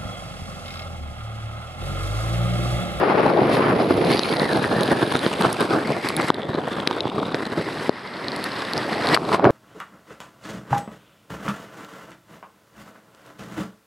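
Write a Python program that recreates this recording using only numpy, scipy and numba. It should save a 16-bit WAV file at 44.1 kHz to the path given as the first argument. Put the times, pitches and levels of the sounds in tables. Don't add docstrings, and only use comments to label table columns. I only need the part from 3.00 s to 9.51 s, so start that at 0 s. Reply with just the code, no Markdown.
import sys
import numpy as np
from scipy import signal
from scipy.fft import rfft, irfft, next_fast_len
from scipy.io import wavfile
from scipy.ndimage import uniform_filter1d
from numba import njit

SR = 44100
rng = np.random.default_rng(int(sys.argv[2]) if len(sys.argv) > 2 else 0)


def dump_mix(stems):
    frames = np.atleast_2d(stems).T
    limited = np.clip(frames, -1, 1)
    pcm = np.round(limited * 32767).astype(np.int16)
    wavfile.write(sys.argv[1], SR, pcm)


N = 286979
BLOW_TIME = np.arange(int(.04 * SR)) / SR
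TOP_HZ = 15550
FILM_COUPLING = 0.27
SLOSH_PER_S, PORT_DAMPING = 9.4, 0.08


def from_db(db):
    return 10 ** (np.asarray(db) / 20)


def together(*levels_db):
    return 10 * np.log10(sum(from_db(db) ** 2 for db in levels_db))


def rms_one(x):
    return x / np.sqrt(np.mean(x ** 2))


def peak_one(x):
    return x / np.abs(x).max()


def silence():
    return np.zeros((2, N))


def in_time(rows):
    s, *columns = np.transpose(rows)
    return [np.interp(np.arange(N) / SR, s, c) for c in columns]


def panned(x, pan_db):
    return x * from_db(np.array([[.5], [-.5]]) * pan_db)


def add(out, s, sound):
    at = int(s * SR)
    out[:, at:at + sound.shape[1]] += sound[:, :N - at]


def blend(a, b, share):
    share = np.clip(share, 0, 1)
    return np.sqrt(1 - share) * a + np.sqrt(share) * b


def evened(x, span_s):
    size = int(span_s * SR)
    power = uniform_filter1d(uniform_filter1d(np.mean(x ** 2, axis=0), size), size)
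    return x / np.sqrt(np.maximum(power, 1e-12))


def filtered(x, hz, kind, order=2):
    return signal.sosfilt(signal.butter(order, hz, kind, fs=SR, output="sos"), x)


def shaped(x, gain_at):
    size = next_fast_len(N)
    return irfft(rfft(x, size) * gain_at(np.fft.rfftfreq(size) * SR), size)[..., :N]


def coloured(x, spectrum):
    hz, db = np.transpose(spectrum)
    return shaped(x, lambda f: from_db(np.interp(np.log1p(f), np.log1p(hz), db)))


def drift(per_s):
    return rms_one(shaped(rng.standard_normal(N), lambda f: 1 / (1 + (f / per_s) ** 2)))


def wandering(hz, octaves, per_s):
    return hz * np.exp2(octaves * drift(per_s))


@njit
def mass_on_spring(x, step, damping):
    out = np.zeros_like(x)
    for c in range(len(x)):
        place = speed = 0.
        for i in range(len(step)):
            speed += step[i] * (x[c, i] - place - damping[i] * speed)
            place += step[i] * speed
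            out[c, i] = place
    return out


def moving_lowpass(x, hz, damping):
    steady = np.ones(x.shape[-1])
    return mass_on_spring(x, 2 * np.sin(np.pi * hz / SR) * steady, damping * steady)


def ping(hz, cycles, rise_s=0.00017):
    decay = from_db(-60 * BLOW_TIME * hz / cycles)
    onset = 1 - np.exp(-BLOW_TIME / rise_s)
    return peak_one(np.sin(2 * np.pi * hz * BLOW_TIME) * decay * onset)


def burst(decay_s=0.00088):
    return rng.standard_normal(len(BLOW_TIME)) * np.exp(-BLOW_TIME / decay_s)


def eddies(apart):
    return blend(rng.standard_normal(N), rng.standard_normal((2, N)), apart)


def impacts(per_s, spread_db, scatter_db):
    sizes = from_db(spread_db * np.minimum(rng.exponential(1, N), 4)) * rng.choice([-1, 1], N)
    clicks = sizes * (rng.random(N) < per_s / SR)
    return rms_one(panned(clicks, scatter_db * rng.standard_normal(N)))


# (time [s], peak [dB])
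BODY_BUMPS = [(3.49, -21), (4.059, -22.5)]

def bumps():
    out, thud = silence(), ping(hz=129, cycles=5.0, rise_s=0.0074)
    for s, peak_db in BODY_BUMPS:
        add(out, s, from_db(peak_db) * thud[None])
    return out


# (time [s], ring [dB], ring pitch [Hz], snap [dB])
CASE_DROPS = [(1.2937, -18, 4070, -36), (1.397, -11, 4130, -32), (1.8333, -11, 3950, -21),
              (2.2315, -24, 3250, -31), (2.413, -31, 4500, -21), (2.5288, -19, 5300, -14),
              (2.607, -22, 3600, -19), (3.088, -11.5, 4410, -19.5), (3.166, -15.5, 3870, -17),
              (3.344, -15, 3850, -33), (5.2834, -11.5, 4160, -52), (5.319, -17, 4300, -47),
              (5.3625, -20, 4460, -28), (5.441, -14, 4300, -22), (5.7346, -10.5, 4370, -28),
              (5.7785, -10.5, 5100, -31), (6.071, -9.5, 4180, -31)]

def drops():
    out = silence()
    for s, ring_db, ring_hz, snap_db in CASE_DROPS:
        snap = peak_one(filtered(burst(), [6500, 11000], "band"))
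        ring = ping(ring_hz, cycles=18)
        add(out, s, (from_db(ring_db) * ring + from_db(snap_db) * snap)[None])
    return out


# (frequency [Hz], gain [dB])
MIST_SPECTRUM = [(4000, 3), (6000, 5.5), (10700, -5), (12200, -7.5), (16000, -24)]
# (time [s], pitch [Hz])
PORT_SIZZLE = [(1.1, 10300), (1.5, 9000), (2.24, 9100), (2.3, 8300), (3.25, 7800), (3.8, 7900)]

def mist(level_db, lumps, chop, apart, droplets):
    crackle_hz = wandering(7000, octaves=.2, per_s=40)
    crackle = rms_one(moving_lowpass(droplets, crackle_hz, damping=.45))
    fizz = (eddies(apart * 0.057) + 2.3 * chop ** 2 * crackle) * from_db(3.7 * lumps)
    sizzle_hz, = in_time(PORT_SIZZLE)
    fizz = fizz + 0.12 * moving_lowpass(fizz, sizzle_hz, PORT_DAMPING)
    return from_db(level_db) * evened(coloured(fizz, MIST_SPECTRUM), span_s=0.44)


# (frequency [Hz], gain [dB])
SPRAY_SPECTRUM = [(1200, -11), (2100, 7.5), (3100, -0.5), (5100, -7.5), (7500, -44)]
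# (time [s], pitch [Hz], hollow ring beside the hiss [dB])
PORT_CAVITY = [(0.9, 3900, -25), (1.13, 4520, 0.5), (1.28, 4200, -4), (2.45, 3390, -14), (2.85, 4230, -31),
               (3.27, 3860, -21), (3.36, 3470, 3), (3.7, 3450, 0), (4.28, 3850, -3), (4.65, 4130, -18)]

def spray(level_db, lumps, chop, apart, droplets):
    cavity_hz, hollow_db = in_time(PORT_CAVITY)
    rush = eddies(apart * 0.5) * from_db(4.0 * lumps)
    edge_hz = 1.21 * cavity_hz
    hiss = rms_one(moving_lowpass(coloured(rush, SPRAY_SPECTRUM), edge_hz, damping=0.41))
    soft_drops = rms_one(filtered(droplets, TOP_HZ / 3, "low"))
    plink_hz = wandering(cavity_hz, octaves=.17, per_s=40)
    plinks = rms_one(moving_lowpass(soft_drops, plink_hz, damping=.07))
    sloshing_hz = wandering(cavity_hz, octaves=0.069, per_s=SLOSH_PER_S)
    hollow = rms_one(moving_lowpass(rms_one(rush) + soft_drops, sloshing_hz, PORT_DAMPING))
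    return from_db(level_db) * evened(hiss + chop * plinks + from_db(hollow_db) * hollow, span_s=0.43)


def wash(level_db, lumps, apart, film_hz):
    churn = filtered(eddies(apart) * from_db(5.5 * lumps), [800, 1300], "band", order=1)
    dulled = moving_lowpass(churn, film_hz, damping=0.91)
    return from_db(level_db) * evened(dulled, span_s=0.098) / (1 + FILM_COUPLING)


# (time [s], resonance [Hz], sharpness [Q])
WATER_FILM = [(1.3, 2150, 0.7), (1.5, 1790, 11.5), (1.95, 1760, 11), (2.3, 1730, 2.1), (2.75, 1500, 6),
              (2.9, 2310, 2.3), (3.45, 1870, 6.3), (4.0, 1710, 1.6), (4.08, 1200, 1), (4.28, 1430, 5.6),
              (4.38, 1910, 5.1), (6.14, 1850, 5), (6.2, 1160, 0.84), (6.46, 1560, 1.3)]

def film_tuning():
    film_hz, sharpness = in_time(WATER_FILM)
    return wandering(film_hz, octaves=0.053, per_s=SLOSH_PER_S), sharpness


def through_film(x, film_hz, sharpness):
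    return x + FILM_COUPLING * moving_lowpass(x, film_hz, damping=1 / sharpness)


# (time [s], wash [dB], spray [dB], mist [dB])
WATER_LEVELS = [(0.0, -22, -38.5, -55), (0.7, -29, -37, -50), (1.25, -30.5, -32, -44),
                (2.45, -32, -31.5, -40), (2.85, -33.5, -35.5, -45), (3.29, -29.5, -32.5, -41.5),
                (3.33, -38, -42.5, -57), (3.75, -33.5, -37, -49), (4.1, -34, -39.5, -53),
                (4.87, -36.5, -36, -45.5), (4.91, -40.5, -43, -57.5), (5.5, -34, -34.5, -47),
                (6.14, -32.5, -33, -44.5), (6.19, -36, -44, -52), (6.38, -31.5, -45, -60)]

def water_levels(air_db, chop):
    swing_db = air_db - uniform_filter1d(air_db, SR // 5)
    return in_time(WATER_LEVELS) + 0.83 * chop * swing_db


def gurgle(apart):
    out = silence()
    for when, pitch, loud, side in rng.random(size=(1800, 4)):
        bubble = from_db(5.4 * loud) * ping(385 * 2.26 ** pitch, cycles=16.8)
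        pan_db = 30 * np.sqrt(apart[int(when * N)]) * (side - .5)
        add(out, when * N / SR, panned(bubble, pan_db))
    return filtered(out, 200, "high")


# (middle [s], length [s], rumble [dB], wash [dB])
HOUSING_GUSTS = [(0.193, 0.11, -21, -26), (0.398, 0.09, -18.5, -42), (0.652, 0.15, -39, -22),
                 (1.309, 0.073, -22.5, -33), (1.416, 0.1, -20.5, -47), (1.561, 0.09, -19, -44),
                 (1.925, 0.02, -13.5, -25), (2.031, 0.015, -14.5, -28), (2.15, 0.014, -17.5, -20),
                 (2.248, 0.0067, -16, -40), (2.441, 0.077, -19.5, -22), (2.614, 0.044, -20, -26),
                 (2.748, 0.063, -17.5, -25), (2.907, 0.045, -20.5, -46), (3.2, 0.066, -22, -37.5),
                 (3.584, 0.015, -21, -47), (4.199, 0.053, -22.5, -33.5), (4.589, 0.028, -21.5, -51),
                 (5.766, 0.042, -25, -50)]

def gusts(edge_db=4):
    t, bells = np.arange(N) / SR, []
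    for s, length_s, *peaks_db in HOUSING_GUSTS:
        away = np.minimum((2 * (t - s) / length_s) ** 2, 20)
        bells.append(np.array(peaks_db)[:, None] - edge_db * away)
    return together(*bells)


# (time [s], level [dB])
RUMBLE_LEVEL = [(0.0, -19), (1.15, -19), (1.22, -49), (1.75, -19.5), (2.1, -27), (3.35, -30), (4.1, -29),
                (4.87, -31), (4.97, -42), (5.3, -31), (5.7, -34), (5.95, -26.5), (6.2, -28.5)]

def rumble_level(chop, gust_db):
    base_db, = in_time(RUMBLE_LEVEL)
    return together(base_db + 3.5 * chop * drift(per_s=52), gust_db)


# (frequency [Hz], gain [dB])
BUFFET_SPECTRUM = [(30, -33), (50, -24), (80, -13), (130, -3), (330, 0.5), (700, -8), (950, -17.5),
                   (3000, -99)]

def buffeting(level_db, lumps, apart, bubbly):
    flow = rms_one(coloured(eddies(apart * 0.071) * from_db(4.7 * lumps), BUFFET_SPECTRUM))
    return from_db(level_db) * evened(blend(flow, rms_one(gurgle(apart)), bubbly), span_s=0.061)


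# (time [s], swell [s], fall [s], rumble [dB], wash [dB], spray [dB], mist [dB])
WATER_SHEETS = [(0.549, 0.042, 0.049, -24, -32, -28.5, -39.5),
                (1.135, 0.11, 0.18, -22.5, -46, -28.5, -40.5), (6.137, 0.1, 0.022, -18.5, -21.5, -23, -35),
                (6.147, 0.0016, 0.0085, -11.5, -28, -6, -15), (6.345, 0.053, 0.016, -18, -16.5, -26, -34),
                (6.461, 0.016, 0.21, 2.5, -8, -28.5, -44)]

def splashes(range_db=11.5):
    t, sheets = np.arange(N) / SR, []
    for s, swell_s, fall_s, *peaks_db in WATER_SHEETS:
        away = np.minimum(np.maximum((s - t) / swell_s, (t - s) / fall_s), 10)
        sheets.append(np.array(peaks_db)[:, None] - range_db * away)
    return together(*sheets)


# (time [s], thump [dB], ring [dB], ring pitch [Hz], crack [dB], left over right [dB])
HOUSING_SLAPS = [(0.263, -4, -3.5, 720, -24, 1), (0.907, -15, -7, 780, -27, 7),
                 (1.1931, -6, -10.5, 1150, -6, 3.5), (1.642, -30, -11.5, 1760, -34, 11),
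                 (2.154, -12, -7, 1440, -14.5, 1), (2.264, -1.5, -12, 1200, -11.5, -3),
                 (3.3027, 1, 2.5, 940, -7, 2.5), (3.548, -8.5, -20, 1080, -40, 2),
                 (3.8741, -9.5, -8, 1900, -2, 2.5), (3.911, -14, -8, 940, -17, -4),
                 (4.006, -24, -36, 1670, -8, 3.5), (4.0548, -8, -13.5, 800, -40, -5.5),
                 (4.345, -6.5, -12, 1500, -11.5, -2.5), (4.8938, 1, -13.5, 596, -14.5, 5),
                 (6.1653, -32, -4.5, 1160, -25, 11), (6.174, -30, -2, 1170, -23, 6.5),
                 (6.396, -28, -6, 764, -37, -6), (6.444, 1, 2, 750, -19, -3), (6.453, -22, 6, 1390, -25, 0)]

def slaps():
    out, thump = silence(), ping(hz=352, cycles=1.6, rise_s=0.0023)
    cavity_hz, _ = in_time(PORT_CAVITY)
    for s, thump_db, ring_db, ring_hz, crack_db, pan_db in HOUSING_SLAPS:
        smack = filtered(burst(), 7000, "low")[None]
        crack = peak_one(moving_lowpass(smack, cavity_hz[int(s * SR)], damping=.15))
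        ring = ping(ring_hz, cycles=7)
        slap = from_db(thump_db) * thump + from_db(ring_db) * ring + from_db(crack_db) * crack
        add(out, s, panned(slap, pan_db))
    return filtered(out, 190, "high")


# (time [s], choppiness [0-1], stereo separation [0-1],
# left over right [dB], share of bubbles in the rumble [0-1])
FLOW_STATE = [(0, 0.23, 0.65, 4, 0.55), (.9, 0.4, 0.6, -1, 0.22), (4.3, 0.52, 0.19, 0.5, 0.12),
              (5.0, 0.18, 0.13, 0, 0.01), (6.45, 0.38, 0.15, 0, 0.4)]

def scene():
    film_hz, sharpness = film_tuning()
    chop, apart, pan_db, bubbly = in_time(FLOW_STATE)
    gust_db, gush_db = gusts()
    air_db = rumble_level(chop, gust_db)
    ride_db = np.vstack([air_db, water_levels(air_db, chop)])
    buffet_db, wash_db, spray_db, mist_db = together(ride_db, splashes())
    surges = drift(per_s=19) + drift(per_s=210)
    lumps = lambda: chop * (surges + drift(per_s=96))
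    rumble = buffeting(buffet_db, lumps(), apart, bubbly)
    water = panned(wash(together(wash_db, gush_db), lumps(), apart, film_hz), pan_db)
    droplets = impacts(per_s=170, spread_db=5.5, scatter_db=3.0)
    water += spray(spray_db, lumps(), chop, apart, droplets)
    water += mist(mist_db, lumps(), chop, apart, droplets)
    water = through_film(water, film_hz, sharpness)
    return panned(rumble, pan_db) + water + slaps() + drops() + bumps()


def gain_control(x, threshold_db, release_db_per_s):
    over_db = np.maximum(20 * np.log10(np.abs(x).max(axis=0) + 1e-9) - threshold_db, 0)
    ramp = release_db_per_s * np.arange(N) / SR
    held_db = np.maximum.accumulate(over_db + ramp) - ramp
    return x * from_db(-filtered(held_db, 70, "low", order=1))


# (frequency [Hz], width [Hz], gain [dB])
PORT_RESONANCES = [(7000, 4100, -6.5), (9070, 400, -14), (10150, 1260, 8.5)]

def record(dry):
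    for hz, width_hz, db in PORT_RESONANCES:
        b, a = signal.iirpeak(hz, hz / width_hz, fs=SR)
        dry = dry + (from_db(db) - 1) * signal.lfilter(b, a, dry)
    ducked = gain_control(dry, threshold_db=-3.5, release_db_per_s=125)
    limited = ducked / (1 + ducked ** 8) ** (1 / 8)
    top_cut = signal.ellip(10, .1, 80, TOP_HZ, fs=SR, output="sos")
    return signal.sosfilt(top_cut, filtered(limited, 53, "high"))


dry = scene()
out = record(dry)
dump_mix(out)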